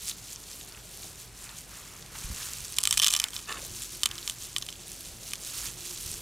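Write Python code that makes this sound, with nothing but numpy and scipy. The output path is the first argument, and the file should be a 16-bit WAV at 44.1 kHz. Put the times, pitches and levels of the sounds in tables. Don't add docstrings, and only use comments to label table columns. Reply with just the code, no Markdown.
import sys
import numpy as np
from scipy import signal
from scipy.io import wavfile

SR = 44100
rng = np.random.default_rng(int(sys.argv[2]) if len(sys.argv) > 2 else 0)


def to_wav(s):
    ch = np.atleast_2d(s).T
    pcm = np.round(np.clip(ch, -1, 1) * 32767)
    wavfile.write(sys.argv[1], SR, pcm.astype(np.int16))


def decibels_to_gain(level_db):
    exponent = np.asarray(level_db, float) / 20
    return 10 ** exponent


N = 273861

# [f/Hz, likeness 0..1]
AIR_SPECTRUM = [(21, -29), (35, -10.5), (115, -2.5), (310, -10), (442, -9.5), (630, -19), (734, -15),
                (7760, -19), (12900, -29), (15000, -26)]
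AIR_LIKENESS = [(60, 0.97), (240, 0.86), (950, 0.88), (3770, 1), (15000, 0.31)]
AIR_DB = -52.5
# [f/Hz, width/Hz, level/dB]
PUMP_LINES = [(117.8, 17, -62), (169.4, 17, -68)]
# [t/s, level/dB]
PUMP_WHINE = [(3.4, -84), (3.7, -60.5), (4.9, -64), (5.2, -72), (5.8, -61), (6.21, -62)]
HUM_HZ, HUM_DB = 48.8, -58
# [peak t/s, level/dB]
GUSTS = [(0.0, -61), (1.71, -60), (2.3, -48), (2.47, -57), (2.62, -54), (2.97, -50), (3.72, -52),
         (4.1, -56), (4.46, -59), (5.11, -54), (5.63, -51.5), (5.85, -57), (6.1, -48)]
GUST_BUILD_S, GUST_LOSE_S, CALM_DB = .11, .1, -66
# [t/s, level/dB, width/ms]
PUFFS = [
    (2.247, -30, 5.0),
    (2.303, -28.5, 3.2),
    (2.319, -32, 4.0),
]
REBOUND_WIDTHS, REBOUND_DB = 2.2, -1.5
# [t/s, left minus right level/dB]
HAND_PLACE = [(0.0, -0.5), (1.21, 0.0), (3.03, -1), (3.86, 0.5), (3.96, -0.5), (5.29, -0.5), (5.67, -3.0),
              (6.21, -0.5)]
# [peak t/s, level/dB, 10 dB build/s, 10 dB loss/s]
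HAND_MOVES = [(0.095, -37, .12, .05), (0.32, -43, .22, .07), (0.53, -44.5, .22, .35), (1.05, -44, .3, .12),
              (1.21, -46.5, .15, .1), (1.44, -45, .11, .13), (1.58, -44.5, .06, .08), (1.72, -47, .1, .6),
              (2.0, -50, .8, .08), (2.19, -41.5, .07, .9), (2.42, -38, .2, .45), (3.05, -40.5, .6, .3),
              (3.35, -42, .05, .14), (3.52, -41, .06, .06), (3.64, -40.5, .14, .12),
              (3.83, -39.5, .24, .07), (3.93, -42, .08, .2), (4.3, -41.5, .24, .07), (4.43, -41, .08, .12),
              (4.62, -48, .2, .5), (4.9, -45, .18, .25), (5.07, -44.5, .4, .16), (5.28, -42, .1, .16),
              (5.47, -39.5, .1, .3), (5.58, -36, .2, .15), (5.66, -36, .2, .07), (5.85, -40, .17, .8),
              (6.07, -39, .25, .3)]
# [peak t/s, level/dB, 10 dB build/s, 10 dB loss/s]
FINGER_RUBS = [(0.76, -53, .1, .05), (1.48, -51, .08, .1), (1.73, -53, .06, .3), (1.96, -55, .3, .06),
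               (2.16, -49, .06, .3), (2.42, -48, .25, .22), (2.83, -55, .12, .08), (3.25, -44.5, .06, .04),
               (3.36, -52, .06, .06), (3.57, -51, .1, .13), (4.09, -50.5, .04, .25),
               (5.65, -48.5, .18, .07)]
FILM_REST_DB, RUB_UNDER_FILM_DB = -58, -18
# [f/Hz, level/dB]
FILM_SPECTRUM = [(1800, -29), (2500, -5.5), (3500, -2), (5000, -2.5), (7000, 2), (9500, -2.5),
                 (12500, -5.5), (15500, -40)]
RUB_SPECTRUM = [(800, -8), (1100, 2.5), (1500, 0.5), (2000, -2), (2600, 0)]
# [t/s, peak level/dB, pitch f/Hz]
SNAPS = [(0.0751, -25, 6800), (0.0876, -19.5, 9400), (0.0966, -18, 7600), (0.184, -34, 6700),
         (0.33, -29, 7900), (1.4415, -29, 7750), (1.5858, -26, 8000), (2.025, -30, 5200),
         (2.0622, -31, 7140), (2.5736, -29, 7600), (2.5846, -23, 8250), (2.605, -25, 8300),
         (2.6478, -22, 8500), (2.652, -26, 6400), (2.6814, -28, 8000), (2.7237, -25, 10100),
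         (2.7316, -28, 5950), (2.742, -26, 5400), (2.7653, -23, 7900), (2.7693, -21, 7600),
         (3.7627, -26, 7500), (3.821, -24, 7500), (3.9498, -29, 10700), (4.3396, -31, 9900),
         (4.8802, -27, 10200), (4.918, -27, 7900), (5.008, -25.5, 9700), (5.0573, -32, 5900),
         (5.3092, -30, 8100), (5.4486, -28, 7800)]
# [t/s, peak
# level/dB, pitch f/Hz]
CREASES = [(.053, -37, 10100), (.0716, -32, 5070), (.0913, -35, 5800), (.106, -35, 6400),
           (.1104, -32, 4900), (.1143, -29, 3600), (.612, -36, 3400), (3.458, -39, 4500),
           (3.5245, -21, 3700), (3.526, -26, 7200), (4.738, -38, 3400), (5.582, -29, 4200),
           (5.687, -27, 3100)]
# [t/s, peak level/dB, pitch f/Hz]
FOLDS_EARLY = [(0.0813, -23, 6860), (0.191, -38, 6720), (0.2409, -35, 8720), (0.3499, -32, 6870),
               (0.3599, -30, 5920), (0.4021, -35, 10480), (0.4396, -34, 5980), (0.5139, -31, 5910),
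               (0.5322, -32, 6560), (0.5546, -33, 9960), (0.6299, -34, 8900), (0.6483, -35, 11990),
               (0.7231, -35, 5150), (0.7476, -37, 3090), (0.7748, -37, 2510), (0.8547, -34, 8310),
               (0.8717, -36, 8930), (0.9137, -34, 10630), (0.9733, -34, 9750), (1.0327, -33, 4460),
               (1.1305, -36, 9450), (1.1574, -34, 8040), (1.2128, -35, 11960), (1.2298, -35, 9270),
               (1.25, -35, 10030), (1.3751, -37, 7240), (1.4921, -33, 4210), (1.5806, -33, 8150),
               (1.6083, -33, 8670), (1.6141, -34, 11420), (1.6932, -36, 8790), (1.7709, -36, 8680),
               (2.0202, -37, 8200), (2.2413, -28, 7550), (2.3446, -28, 7050), (2.362, -26, 7170),
               (2.4266, -27, 5080), (2.4302, -27, 3290), (2.4556, -28, 8040), (2.5348, -24, 7450),
               (2.737, -31, 6750), (2.7739, -26, 5170), (3.4925, -30, 7800), (3.6952, -33, 8720),
               (3.7382, -31, 8330)]
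# [t/s, peak level/dB, pitch f/Hz]
FOLDS_LATE = [(3.8348, -26, 8170), (3.8572, -28, 7620), (3.8935, -32, 6900), (3.9234, -30, 10630),
              (4.0155, -33, 8260), (4.2283, -33, 4170), (4.3617, -36, 6150), (4.3852, -32, 7310),
              (4.4236, -29, 6920), (4.5296, -35, 7320), (4.5412, -36, 6930), (4.7561, -35, 3240),
              (4.763, -34, 8240), (4.7696, -35, 7470), (4.821, -35, 5980), (4.8348, -35, 4760),
              (4.8713, -33, 8330), (4.8922, -31, 6180), (4.9446, -34, 10010), (4.953, -34, 7190),
              (5.0033, -34, 10750), (5.0543, -33, 7160), (5.1668, -37, 8250), (5.1713, -37, 7890),
              (5.1858, -36, 10170), (5.2329, -34, 6000), (5.2778, -30, 6400), (5.3815, -33, 6900),
              (5.436, -30, 6780), (5.5799, -26, 11400), (5.5853, -25, 6590), (5.6156, -26, 6550),
              (5.6569, -26, 8260), (5.7362, -31, 7250), (5.8538, -28, 8950), (5.9098, -27, 6890),
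              (5.9124, -30, 5880), (5.9757, -29, 6160), (5.9847, -30, 6140), (6.0032, -30, 10760),
              (6.0322, -28, 8250), (6.0917, -28, 7060), (6.1158, -25, 9120), (6.1282, -29, 5440),
              (6.1405, -27, 6900)]
# [peak t/s, level/dB, 10 dB build/s, 10 dB loss/s]
SQUELCHES = [(.62, -60, .45, .25), (1.05, -54.5, .2, .08), (2.3, -60, .7, .45), (3.59, -49.5, .05, .08),
             (5.5, -59.5, 1.6, 1.5), (6.21, -56, .15, .1)]
MUD_REST_DB = -70
# [f/Hz, level/dB, time to fall 60 dB/s]
DEEP_MODES = [(1060, -10, 0.051), (1190, 1.5, 0.025), (1298, -0.5, 0.014), (1460, -6, 0.014),
              (1640, -5, 0.009), (1803, -5, 0.03), (2080, -2, 0.009)]
BODY_MODES = [(2423, -16, 0.035), (2490, -3, 0.016), (3072, -1, 0.025), (3304, 1, 0.011),
              (3530, -0.5, 0.017), (4020, 0.5, 0.0093), (3800, -12, 0.02)]
BRIGHT_MODES = [(4900, -3, 0.014), (5470, 3, 0.0087), (6300, 3, 0.0073), (7350, 0, 0.015),
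                (8000, 5, 0.0067), (8700, -2.5, 0.011), (9000, 0.5, 0.013), (10200, -6, 0.0049),
                (11300, -8, .006), (12600, -8, .006), (13800, -4, .006)]
# [t/s, body level/dB, bright over body level/dB, body f/Hz, bright f/Hz]
POUR = [(2.7853, -18, 5, 3200, 7640), (2.8043, -45, 20, 2900, 6500), (2.8323, -47, 24, 4200, 6490),
        (2.8367, -26, 12, 3680, 8020), (2.8539, -20, 4, 3230, 7380), (2.8735, -16, 2, 3330, 8800),
        (2.9095, -20, 8, 3530, 6180), (2.9264, -20, 6, 3550, 9800), (2.9324, -30, 5, 3610, 8610),
        (2.9377, -45, 17, 3480, 8980), (2.9406, -29, 6, 3380, 5820), (2.9736, -18, 1, 3060, 6990),
        (2.9772, -20, 6, 3600, 5710), (2.9847, -38, 14, 3570, 8230), (2.9922, -20, -1, 3250, 9550),
        (2.9983, -13, -1, 3310, 4610), (3.0186, -19, 2, 3110, 7240), (3.0247, -17, 1, 3200, 6090),
        (3.0299, -20, -3, 3120, 5860), (3.0342, -15, -2, 3250, 4610), (3.0374, -23, -4, 3060, 4610),
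        (3.0446, -17, 5, 3600, 5560), (3.0581, -26, 1, 3100, 7300), (3.0648, -14, 0, 3200, 9210),
        (3.0712, -19, 5, 3680, 5900), (3.0822, -15, 1, 3130, 5820), (3.0879, -25, -3, 3080, 9000),
        (3.1038, -28, 8, 4060, 8800), (3.1077, -27, 6, 2500, 8230), (3.1171, -38, 14, 2960, 8140),
        (3.1261, -26, 5, 3470, 5590), (3.1309, -33, 6, 2930, 8690), (3.1381, -16, 0, 3210, 9120),
        (3.1512, -22, 0, 3040, 8720), (3.1642, -21, 6, 3690, 5790), (3.1996, -18, 5, 3110, 5630),
        (3.2171, -36, 9, 2620, 5650), (3.2404, -20, 4, 3640, 7660)]
# [t/s, body level/dB, bright over body level/dB, body f/Hz, bright f/Hz]
STRAYS = [(3.2848, -36, 5, 3350, 7740), (3.3053, -47, 12, 4190, 6890), (3.3333, -34, -3, 3050, 7110),
          (3.3425, -42, 9, 3950, 9140), (3.3496, -47, 13, 3190, 8460), (3.3645, -28, 2, 3120, 5390),
          (3.3782, -45, 12, 3180, 8760), (3.3906, -36, -4, 3080, 4610), (4.0333, -16, 1, 3340, 8410),
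          (4.0386, -29, 3, 3180, 4610), (4.059, -14, -1, 3360, 8820), (4.071, -38, 4, 3220, 8740),
          (4.0893, -42, 8, 3780, 10220), (4.1132, -29, -1, 3240, 4610), (4.1546, -37, 4, 3870, 4610),
          (4.1808, -35, 2, 4200, 4610), (4.1851, -33, -5, 3260, 4610), (4.2766, -27, 6, 3150, 6930),
          (4.2977, -24, 0, 3360, 10120), (4.3092, -45, 13, 3460, 10690), (4.5637, -18, -8, 3250, 4610),
          (4.5704, -40, 9, 3060, 7960), (4.5829, -34, 13, 3660, 7290), (4.6139, -40, 4, 3470, 4610),
          (4.6237, -33, 6, 4200, 4610), (4.6649, -38, 6, 4200, 4610), (4.688, -27, -7, 3380, 4610),
          (4.6938, -41, 6, 3520, 4610), (4.7033, -54, 19, 3950, 5990), (4.7264, -36, -1, 3410, 4610),
          (5.3346, -29, 4, 3380, 9190), (5.3555, -40, 9, 4200, 4610)]
# [t/s, body level/dB, bright over body
# level/dB, body f/Hz, bright f/Hz]
MORE_HITS = [(2.9748, -22, 2, 3100, 7500), (3.0483, -24, -2, 3300, 7000), (3.1365, -24, 2, 3300, 9000),
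             (3.1495, -25, 0, 3100, 6000), (4.0568, -21.5, 2, 3400, 9500), (4.6262, -32, -6, 3500, 7000),
             (5.319, -38, -6, 3200, 6000), (5.3342, -31, 2, 2500, 4900)]
# [t/s, bright level/dB, bright f/Hz]
TAPS = [(2.8092, -32, 7380), (2.8148, -30, 10080), (2.8847, -33, 7140), (2.8886, -33, 8210),
        (2.8917, -30, 8560), (2.9479, -31, 8550), (3.0997, -30, 4610), (3.1332, -28, 8430),
        (3.1692, -29, 4610), (3.1733, -30, 5730), (3.1764, -28, 9110), (3.1908, -29, 7690),
        (3.2241, -37, 5440), (3.2309, -38, 4610)]
TAP_BODY_UNDER_DB, TAP_BODY_HZ = 9, 3200
ON_PEARLS = [2.9921, 3.0298, 3.0483, 3.1076, 3.2395, 4.297, 4.6643, 4.6879, 4.7263]
# [t/s, level/dB]
ROLLING = [(2.7, -56), (2.8, -52), (2.95, -49), (3.05, -43.5), (3.18, -37), (3.27, -60), (3.42, -52),
           (3.46, -71)]
OPPOSED_SIGMA = .75
DEEP_DB, DEEP_FOLLOWS, CUSHION_DB = -18, .68, -9
# [peak t/s, level/dB]
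DRAG_SLIPS = [(3.483, -41), (3.496, -32), (3.509, -32), (3.521, -29), (3.531, -36), (3.546, -38),
              (3.557, -37), (3.573, -39)]
SLIP_BUILD_S, SLIP_LOSE_S = .012, .008
# [f/Hz, level/dB, time to fall 60 dB/s]
DRAG_MODES = [(446, -6.5, 0.02), (750, -5, 0.011), (1140, -0.5, 0.026), (1324, -0.5, 0.026),
              (1760, 0, 0.024), (2100, -6, .012), (2640, -0.5, .018), (2930, -3, 0.022), (3600, -1, 0.012),
              (4740, -6, 0.014), (7200, -2, 0.0086)]


def rms_one(x):
    return x / np.sqrt(np.mean(x ** 2) + 1e-20)


def in_time(rows, outside=None):
    s, *columns = np.transpose(rows)
    t = np.arange(N) / SR
    return [np.interp(t, s, column, outside, outside) for column in columns]


def at_hz(points, hz):
    point_hz, point_db = np.array(points)[:, 0], np.array(points)[:, 1]
    return np.interp(np.log(hz), np.log(point_hz), point_db)


def band(x, low_hz, high_hz, order=2):
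    sos = signal.butter(order, [low_hz, high_hz], "band", fs=SR, output="sos")
    return signal.sosfilt(sos, x)


def drift(rate):
    r = np.exp(-80 * np.pi * rate / SR)
    noise = rng.standard_normal(N // 40 + 2002)
    slow = rms_one(signal.lfilter([1], [1, -2 * r, r * r], noise)[2000:])
    return np.interp(np.arange(N) / 40, np.arange(len(slow)), slow)


def swells(rows, rest_db):
    t = np.arange(N) / SR
    level_db = np.full(N, float(rest_db))
    for s, peak_db, build_s, lose_s in rows:
        away = np.maximum((s - t) / build_s, (t - s) / lose_s)
        level_db = np.maximum(level_db, peak_db - 10 * away)
    return level_db


def ring(clicks, hz, t60):
    r = decibels_to_gain(-60 / (t60 * SR))
    w = 2 * np.pi * hz / SR
    return signal.lfilter([0, np.sin(w)], [1, -2 * r * np.cos(w), r * r], clicks + 1e-18)


def grains(per_s, spread_db):
    sizes = decibels_to_gain(spread_db * np.minimum(rng.exponential(1, N), 4))
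    signs = rng.choice([-1, 1], N)
    return sizes * signs * (rng.random(N) < per_s / SR)


def crinkle(clicks, spectrum, cycles, count):
    pitches = np.geomspace(spectrum[0][0], spectrum[-1][0], count)
    facet = rng.integers(0, count, N)
    out = np.zeros(N)
    for k, hz in enumerate(pitches):
        out += decibels_to_gain(at_hz(spectrum, hz)) * hz * ring(clicks * (facet == k), hz, cycles / hz)
    return rms_one(out)


def spread(x, pan_db, width_db, lag=2):
    slope = decibels_to_gain(width_db) * (np.roll(x, -lag) - np.roll(x, lag))
    return np.array([decibels_to_gain(pan_db / 2) * (x + slope), decibels_to_gain(-pan_db / 2) * (x - slope)])


def field():
    out = np.zeros((2, N))
    edges = 40 * 2 ** np.arange(0, 8.7, .5)
    white = rng.standard_normal((2, 2, N))
    for k, (low, high) in enumerate(zip(edges, edges[1:])):
        mid, side = band(white[k % 2], low, high)
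        hz = np.sqrt(low * high)
        alike = np.clip(at_hz(AIR_LIKENESS, hz), -1, 1)
        level = decibels_to_gain(at_hz(AIR_SPECTRUM, hz) + 0.66 * drift(1))
        out += level * (np.sqrt(1 + alike) * mid + np.sqrt(1 - alike) * side * [[1], [-1]])
    return decibels_to_gain(AIR_DB) * rms_one(out)


def drone_line(hz, width_hz):
    t60 = 2.2 / width_hz
    once = ring(rng.standard_normal(N), hz, t60)
    return rms_one(ring(once, hz, t60))


def pump():
    hum_hz = HUM_HZ + 1.35 * drift(4.9)
    out = decibels_to_gain(HUM_DB + 2.0 + 2.0 * drift(2.8)) * np.sin(2 * np.pi * np.cumsum(hum_hz) / SR)
    for hz, width_hz, db in PUMP_LINES:
        out += decibels_to_gain(db) * drone_line(hz, width_hz)
    return out + decibels_to_gain(in_time(PUMP_WHINE)[0]) * drone_line(353.5, 30)


def wind():
    t = np.arange(N) / SR
    level_db = swells([(s, db, GUST_BUILD_S, GUST_LOSE_S) for s, db in GUSTS], CALM_DB)
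    lumps = rng.standard_normal(N) * decibels_to_gain(0.91 * drift(9.2))

    def bump(s, ms):
        return np.exp(-8 * ((t - s) / ms * 1000) ** 2)

    jolts = np.zeros(N)
    for s, db, ms in PUFFS:
        rebound = decibels_to_gain(REBOUND_DB) * bump(s + REBOUND_WIDTHS * ms / 1000, 2 * ms)
        jolts += decibels_to_gain(db) * (bump(s, ms) - rebound)
    return decibels_to_gain(level_db + 4.0) * rms_one(band(lumps, 23, 104)) + band(jolts, 14, 400, order=1)


def gloves():
    film_db = swells(HAND_MOVES, FILM_REST_DB)
    rub_db = np.maximum(film_db + RUB_UNDER_FILM_DB, swells(FINGER_RUBS, -200))
    clump = drift(49)
    denser_db = .4 * np.maximum(film_db + 45, 0)
    folds = decibels_to_gain(-denser_db / 2) * grains(7000 * decibels_to_gain(1.4 * clump + denser_db), spread_db=3.0)
    film = crinkle(folds, FILM_SPECTRUM, cycles=15.6, count=22)
    ticks = rms_one(band(grains(500, spread_db=4.5), 4800, 14300))
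    rub_grains = grains(2500 * decibels_to_gain(2.0 * clump), spread_db=3.0)
    rub = crinkle(rub_grains, RUB_SPECTRUM, cycles=15.4, count=10)
    crackle = band(film + decibels_to_gain(-12.0) * ticks, 2230, 18600, order=3)
    rustle = decibels_to_gain(film_db + 0.5 + 0.7 * drift(25)) * crackle
    return rustle + decibels_to_gain(rub_db + 0.5) * band(rub, 760, 3500)


def snaps():
    size = 300
    out = np.zeros(N + size)
    t = np.arange(size) / SR
    for s, peak_db, hz in list(SNAPS) + list(CREASES) + list(FOLDS_EARLY) + list(FOLDS_LATE):
        tail = rng.standard_normal(size) * decibels_to_gain(-9.0 - 60 * t / 0.007)
        push = tail + (t == 0)
        start = round(s * SR)
        out[start:start + size] += decibels_to_gain(peak_db + 1.5) * (ring(push, hz, 8.0 / hz) + .3 * push)
    return band(out[:N], 2300, 21000, order=3)


def squelch():
    pop_spectrum = [(220, -12), (420, -3), (750, -5)]   # f/Hz, level/dB
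    pops = crinkle(grains(500, spread_db=2.5), pop_spectrum, cycles=13.0, count=8)
    return decibels_to_gain(swells(SQUELCHES, MUD_REST_DB)) * pops


def contacts():
    taps = [(s, db - TAP_BODY_UNDER_DB, TAP_BODY_UNDER_DB, TAP_BODY_HZ, hz) for s, db, hz in TAPS]
    return np.transpose(list(POUR) + list(STRAYS) + list(MORE_HITS) + taps)


def pearls():
    s, body_db, bright_db, body_hz, bright_hz = contacts()
    at = np.round(s * SR).astype(int)
    out = np.zeros(N)
    jostle = decibels_to_gain(in_time(ROLLING, outside=-120)[0] - 20.0) * grains(630, spread_db=3.5)
    cushioned = np.min(abs(s[:, None] - np.array(ON_PEARLS)), axis=1) < .0015
    deep_db = DEEP_DB + DEEP_FOLLOWS * body_db + CUSHION_DB * cushioned
    # modes, blow dB, favoured Hz, focus on it (dB per octave squared), chance dB, lowest Hz
    families = (
        (DEEP_MODES, deep_db, body_hz, 0, 2.8, 950),
        (BODY_MODES, body_db + 2.0, body_hz, 45.0, 2.0, 1500),
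        (BRIGHT_MODES, body_db + bright_db + 3.0, bright_hz, 11.0, 3.0, 3600))
    for modes, blow_db, favoured_hz, focus_db, chance_db, low_hz in families:
        hz, level_db, t60 = np.transpose(modes)
        shape = (len(at), len(hz))
        off_octaves = np.log2(hz / favoured_hz[:, None])
        share = decibels_to_gain(level_db + chance_db * rng.standard_normal(shape) - focus_db * off_octaves ** 2)
        share /= np.sqrt(np.sum(share ** 2, axis=1, keepdims=True))
        if modes is BRIGHT_MODES:
            sense = rng.choice([-1, 1], shape)
        else:
            sense = np.where(rng.standard_normal(shape) > OPPOSED_SIGMA, -1, 1)
        family = np.zeros(N)
        for k in range(len(hz)):
            clicks = jostle * decibels_to_gain(level_db[k])
            clicks[at] = decibels_to_gain(blow_db) * share[:, k] * sense[:, k]
            family += ring(clicks, hz[k], t60[k])
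        out += band(family, low_hz, 12000)
    crack = np.zeros(N)
    crack[at] = decibels_to_gain(body_db + 0.8 * bright_db)
    fade = signal.lfilter([1], [1, -decibels_to_gain(-60 / (0.01 * SR))], crack + 1e-18)
    burst = fade * rng.standard_normal(N)
    return out + band(decibels_to_gain(1.5) * burst - decibels_to_gain(5.5) * crack, 2600, 11800)


def drag():
    level_db = swells([(s, db, SLIP_BUILD_S, SLIP_LOSE_S) for s, db in DRAG_SLIPS], rest_db=-120)
    slips = grains(4000, spread_db=3.5) * decibels_to_gain(1.2 * drift(60))
    scrape = .5 * band(slips, 800, 4000)
    for k, (hz, db, t60) in enumerate(DRAG_MODES):
        scrape += decibels_to_gain(db) * ring(slips, hz, t60) * (-1) ** k
    return decibels_to_gain(level_db - 1.8) * rms_one(scrape)


def scene():
    around = field() + spread(pump() + wind(), -0.77, -19, lag=41)
    hands = spread(gloves() + snaps(), in_time(HAND_PLACE)[0] - .4, -25, lag=1)
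    mud = spread(squelch(), 1.5, -18.5, lag=15)
    shell = spread(pearls() + drag(), -1.5, -23, lag=1)
    return around + hands + mud + shell


def band_limit(x):
    return signal.sosfilt(signal.butter(12, 16970, fs=SR, output="sos"), x)


def record(dry):
    rounded = .8 * np.tanh(dry / .8)
    top_cut = signal.cheby2(10, 30, 16100, fs=SR, output="sos")
    mix = signal.sosfilt(top_cut, rounded)
    return band_limit(mix)


dry = scene()
out = record(dry)
to_wav(out)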